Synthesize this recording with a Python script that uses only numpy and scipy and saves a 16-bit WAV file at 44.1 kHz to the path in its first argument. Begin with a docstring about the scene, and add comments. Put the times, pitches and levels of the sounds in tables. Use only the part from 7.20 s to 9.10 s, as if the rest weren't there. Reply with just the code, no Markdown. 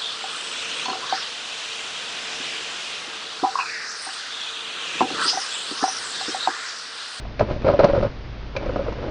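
"""A hand-cranked wooden lead screw drags a wooden carriage along its bed in a quiet workshop.
The dry thread sticks and slips: each slip is a short hollow judder that rings the frame, thumps the
bench and scrapes. Between slips the thread rubs. The crank rests for a moment, takes up its play
with a click and turns on more gently. Underneath: bench rumble, room air and a low hum."""
import sys
import numpy as np
from scipy import signal
from scipy.fft import rfft, irfft
from scipy.io import wavfile

SR = 44100
rng = np.random.default_rng(int(sys.argv[2]) if len(sys.argv) > 2 else 0)


def to_wav(s):
    """Save 16-bit WAV."""
    ch = np.atleast_2d(s).T  # columns
    pcm = np.round(np.clip(ch, -1, 1) * 32767)  # PCM
    wavfile.write(sys.argv[1], SR, pcm.astype(np.int16))


N = 83790
T = np.arange(N) / SR


def from_db(db):
    return 10 ** (np.asarray(db) / 20)


def unit_rms(x):
    return x / np.sqrt(np.mean(x ** 2) + 1e-20)


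def level(points):
    """Gain over time from (s, dB) points."""
    return from_db(np.interp(T, *np.transpose(points)))


def coloured(x, spectrum):
    """Shape x by (Hz, dB) points; rms 1."""
    hz, db = np.transpose(spectrum)
    bins_hz = np.maximum(np.fft.rfftfreq(N, 1 / SR), 1)
    gain = from_db(np.interp(np.log(bins_hz), np.log(hz), db))
    return unit_rms(irfft(rfft(x) * gain, N))


def wobble(cutoff_hz):
    """Smooth random unsteadiness; rms 1."""
    lowpass = signal.butter(2, cutoff_hz, fs=SR, output="sos")
    return unit_rms(signal.sosfilt(lowpass, rng.standard_normal(N)))


def swell(attack_s, t60_s):
    """Quick rise, exponential decay."""
    t = T[:SR // 4]
    return (1 - np.exp(-t / attack_s)) * np.exp(-np.log(1000) * t / t60_s)


def strike(modes, attack_s):
    """One blow on (Hz, dB, t60 s) modes, each slightly varied in level and pitch."""
    spread_db, detune = 1.4, 0.012
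    out = 0
    for hz, db, t60_s in modes:
        louder, higher = rng.standard_normal(2)
        envelope = from_db(db + spread_db * louder) * swell(attack_s, t60_s)
        out = out + envelope * np.sin(2 * np.pi * hz * (1 + detune * higher) * T[:len(envelope)])
    return out


def add(track, start_s, sound):
    i = int(np.clip(start_s * SR, 0, N - 1))
    track[i:i + len(sound)] += sound[:N - i]


def background():
    """Deep rumble of the rocking bench, room air and a low hum."""
    # Each row: time in seconds, level in dB.
    rumble_levels = [(0, -31), (.2, -46.5), (.34, -28), (.55, -46), (.76, -26.5), (.95, -37.5), (1.4, -39),
                     (1.5, -29.5), (1.62, -33.5), (1.9, -31.5)]
    # Each row: frequency in Hz, relative density in dB.
    rumble_spectrum = [(12, -6), (26, 0), (45, -4), (70, -10.5), (120, -7), (300, -56.5)]
    air_spectrum = [(20, -2), (60, -7.5), (125, -4), (180, -11), (270, -10), (450, -16.5), (1000, -20),
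                    (2500, -25), (5000, -31.5), (6000, -41), (7000, -55)]
    # Each row: frequency in Hz, rms level in dB.
    hum_tones = [(54, -38), (119, -50)]
    air_db = -38
    rumble = level(rumble_levels) * coloured(rng.standard_normal(N), rumble_spectrum)
    hum = sum(from_db(db) * np.sqrt(2) * np.sin(2 * np.pi * (hz * T + rng.random()))
              for hz, db in hum_tones)
    air = from_db(air_db) * coloured(rng.standard_normal(N), air_spectrum)
    return rumble + hum + air


def fibre_grains():
    """Dense micro-slips of wood fibres, uneven in size."""
    rate_per_s, spread_db = 4000, 1.8
    sizes = from_db(spread_db * np.minimum(rng.exponential(1, N), 4))
    signs = rng.choice([-1, 1], N)
    return sizes * signs * (rng.random(N) < rate_per_s / SR)


def thread_rubbing():
    """The turning thread rubs unevenly in the carriage."""
    # Each row: time in seconds, level in dB.
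    rub_levels = [(0, -48.5), (.18, -47.5), (.21, -26), (.265, -39), (.31, -28), (.345, -34.5), (.41, -41),
                  (.48, -27), (.565, -31), (.64, -25), (.715, -29), (.85, -31.5), (.92, -49.5), (1.35, -56),
                  (1.375, -35.5), (1.55, -32), (1.79, -34.5), (1.9, -34.5)]
    # Each row: frequency in Hz, relative density in dB.
    rub_spectrum = [(70, -7.5), (120, 0.5), (220, 5.5), (350, 5.5), (480, 3.5), (570, 5.5), (720, -2.5),
                    (1000, -7.5), (1400, -10), (1800, -13), (2600, -15.5), (3500, -19), (4500, -23.5),
                    (5800, -28.5), (7000, -52)]
    flutter_db = 1.5
    flutter = from_db(flutter_db * wobble(cutoff_hz=88))
    return level(rub_levels) * flutter * coloured(fibre_grains(), rub_spectrum)


def judder(hz, length_s):
    """The screw's vibration builds while it slides and is choked when it grips."""
    rise_s, grip_abruptness = 0.002, 2.1
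    t = T[:SR // 10]
    build = 1 - np.exp(-(t / rise_s) ** 2)
    choke = np.exp(-(t / length_s) ** grip_abruptness)
    return build * choke * np.sin(2 * np.pi * hz * t)


def thread_slips():
    """Each slip judders, rings the frame, thumps the bench and scrapes briefly."""
    # Each row: start in seconds, judder level in dB, pitch in Hz, length in seconds,
    # thump level in dB, scrape level in dB.
    slips = [(0.051, -27, 664, 0.0057, -31.5, -46), (.195, -11, 590, 0.0039, -34, -46),
             (0.202, -31.5, 611, 0.0063, -29, -19.5), (0.2084, -5, 615, 0.0068, -11, -25),
             (0.217, -32.5, 573, 0.01, -41, -28.5), (0.227, -20.5, 577, 0.0077, -11, -29),
             (0.285, -24, 552, 0.012, -25.5, -31), (.301, -23, 630, .005, -27, -29),
             (.309, -20, 580, 0.0053, -15.5, -27), (0.362, -28, 568, 0.015, -17.5, -47),
             (.4185, -25, 502, 0.0029, -19, -31.5), (0.444, -15.5, 540, 0.026, -12, -18),
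             (0.465, -8.5, 553, 0.012, -24.5, -16), (.478, -11.5, 582, 0.01, -14.5, -14.5),
             (.486, -4, 602, 0.0076, -12.5, -22), (.498, -6.5, 569, 0.0082, -11.5, -18),
             (.528, -9.5, 467, 0.0026, -18.5, -30), (.536, -12, 573, .021, -15, -45.5),
             (.5915, -1.5, 528, 0.0064, -39.5, -12.5), (.5995, -4.5, 607, 0.01, -29.5, -13),
             (.613, -12, 571, 0.0092, -32.5, -37), (.6345, -3, 515.5, 0.0079, -14.5, -22),
             (.6418, -0.5, 588, 0.01, -28.5, -10), (0.67, -23.5, 544, .010, -42, -26.5),
             (.686, -14.5, 544, 0.0058, -28, -18.5), (0.695, -12, 552, 0.014, -21, -28.5),
             (.733, -11.5, 554.7, 0.024, -12, -27), (.747, -13, 585, .009, -25, -18),
             (.761, -12, 560, 0.013, -26, -23.5), (0.777, -12, 518, 0.016, -12, -39),
             (0.804, -14.5, 584, 0.0044, -17, -41), (0.827, -12, 570, 0.012, -24.5, -19.5),
             (0.846, -15.5, 552, 0.014, -19, -32.5), (0.858, -36, 547, .010, -14.5, -24.5),
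             (1.229, -43, 564, 0.0071, -32, -39), (1.352, -21.5, 507, 0.0068, -45, -31.5),
             (1.363, -18.5, 548, 0.017, -21, -31), (1.406, -23, 565, 0.0055, -36.5, -42),
             (1.431, -25, 547, 0.01, -36, -35), (1.46, -19.5, 540, 0.011, -45, -27.5),
             (1.493, -15, 513, 0.012, -17, -30.5), (1.559, -9, 584, 0.004, -17, -38),
             (1.591, -15.5, 547, 0.014, -30.5, -39), (1.611, -22.5, 546, 0.011, -33, -37.5),
             (1.662, -24.5, 613, 0.017, -37, -33), (1.682, -15.5, 484, 0.009, -33, -32),
             (1.721, -28, 534, 0.0032, -44, -27.5), (1.786, -22.5, 518, 0.0063, -28, -39),
             (1.825, -36, 645, .007, -23.5, -26.5), (1.839, -19, 533, 0.0062, -23, -29.5),
             (1.863, -23.5, 542, 0.012, -20, -35), (1.881, -22, 528, .007, -39, -29)]
    # Each row: frequency in Hz, dB re judder (frame) or thump (bench), t60 in seconds.
    frame_modes = [(317.6, -20.5, 0.019), (414, -7.5, 0.043), (580, -13.5, 0.076), (691, -15.5, 0.07),
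                   (800, -17, 0.043), (953.4, -24, .05), (1003, -16.5, 0.053), (1261, -16.5, 0.051),
                   (1367, -19, 0.036)]
    bench_modes = [(61.4, -17.5, 0.23), (109, -5.5, 0.066), (136.3, 0, 0.046), (208, -2, 0.046),
                   (266.6, -8, .05)]
    # Each row: frequency in Hz, relative density in dB.
    scrape_spectrum = [(200, 7), (450, 9.5), (750, 2.5), (980, 5.5), (1130, -5.5), (1300, 1), (1750, -12.5),
                       (2300, -11), (2750, -16.5), (3400, -27), (4200, -16.5), (5500, -29), (7000, -61)]
    screw, body, scrape_power = np.zeros((3, N))
    for start_s, judder_db, hz, length_s, thump_db, scrape_db in slips:
        add(screw, start_s, from_db(judder_db) * judder(hz, length_s))
        add(body, start_s, from_db(judder_db) * strike(frame_modes, attack_s=0.00063))
        add(body, start_s, from_db(thump_db) * strike(bench_modes, attack_s=0.0028))
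        add(scrape_power, start_s, (from_db(scrape_db) * swell(attack_s=0.0016, t60_s=0.098)) ** 2)
    roughness = 1 + 0.17 * wobble(cutoff_hz=200)
    scrape = np.sqrt(scrape_power) * coloured(fibre_grains(), scrape_spectrum)
    return screw * roughness + body + scrape


def bearing_clicks():
    """The screw takes up its play and taps its bearing: a dry crack and a brief ring."""
    # Each row: start in seconds, crack level in dB, ring level in dB.
    clicks = [(.1940, -21.5, -26.5), (.4195, -37.5, -34), (0.592, -27, -29), (0.6429, -16.5, -31),
              (1.3642, -23.5, -21), (1.3663, -29, -21.5), (1.46, -38, -47), (1.561, -41, -50),
              (1.725, -34, -48)]
    # Each row: frequency in Hz, relative level in dB, t60 in seconds.
    ring_modes = [(1780, -14.5, 0.02), (2420, -2, 0.031), (2327, -15, 0.2), (2630, -16, .1),
                  (3480, -6.5, 0.012), (4050, -17, 0.018), (4600, -19, 0.0077)]
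    # Each row: frequency in Hz, relative density in dB.
    crack_spectrum = [(600, -4), (1300, 3), (1850, 3), (2500, -4.5), (3400, -7), (4250, -0.5), (4900, -9),
                      (6000, -9.5), (7000, -24.5)]
    ring, crack_envelope = np.zeros((2, N))
    for start_s, crack_db, ring_db in clicks:
        add(ring, start_s, from_db(ring_db) * strike(ring_modes, attack_s=0.00025))
        add(crack_envelope, start_s, from_db(crack_db) * swell(attack_s=0.0009, t60_s=0.026))
    return ring + crack_envelope * coloured(rng.standard_normal(N), crack_spectrum)


def workshop_reverb(x):
    """Short diffuse room tail."""
    wet_db = -16
    envelope = swell(attack_s=0.0014, t60_s=0.26)
    tail = envelope * rng.standard_normal(len(envelope))
    return from_db(wet_db) * signal.fftconvolve(x, tail / np.linalg.norm(tail))[:N]


def scene():
    """The mechanism in its room; mono."""
    ambience = background()
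    mechanism = thread_rubbing() + bearing_clicks() + thread_slips()
    return (mechanism + workshop_reverb(mechanism) + ambience)[None]


def record(dry):
    """Narrow-band microphone, clipping on overload, then a final low-pass."""
    mic_low_hz, mic_top_hz, clip_level, stop_hz = 7.2, 7480, 0.97, 11500
    heard = signal.sosfilt(signal.butter(1, mic_low_hz, "high", fs=SR, output="sos"), dry)
    heard = signal.sosfilt(signal.cheby2(16, 55, mic_top_hz, fs=SR, output="sos"), heard)
    heard = np.clip(heard, -clip_level, clip_level)
    return signal.sosfilt(signal.cheby2(16, 60, stop_hz, fs=SR, output="sos"), heard)


dry = scene()
out = record(dry)
to_wav(out)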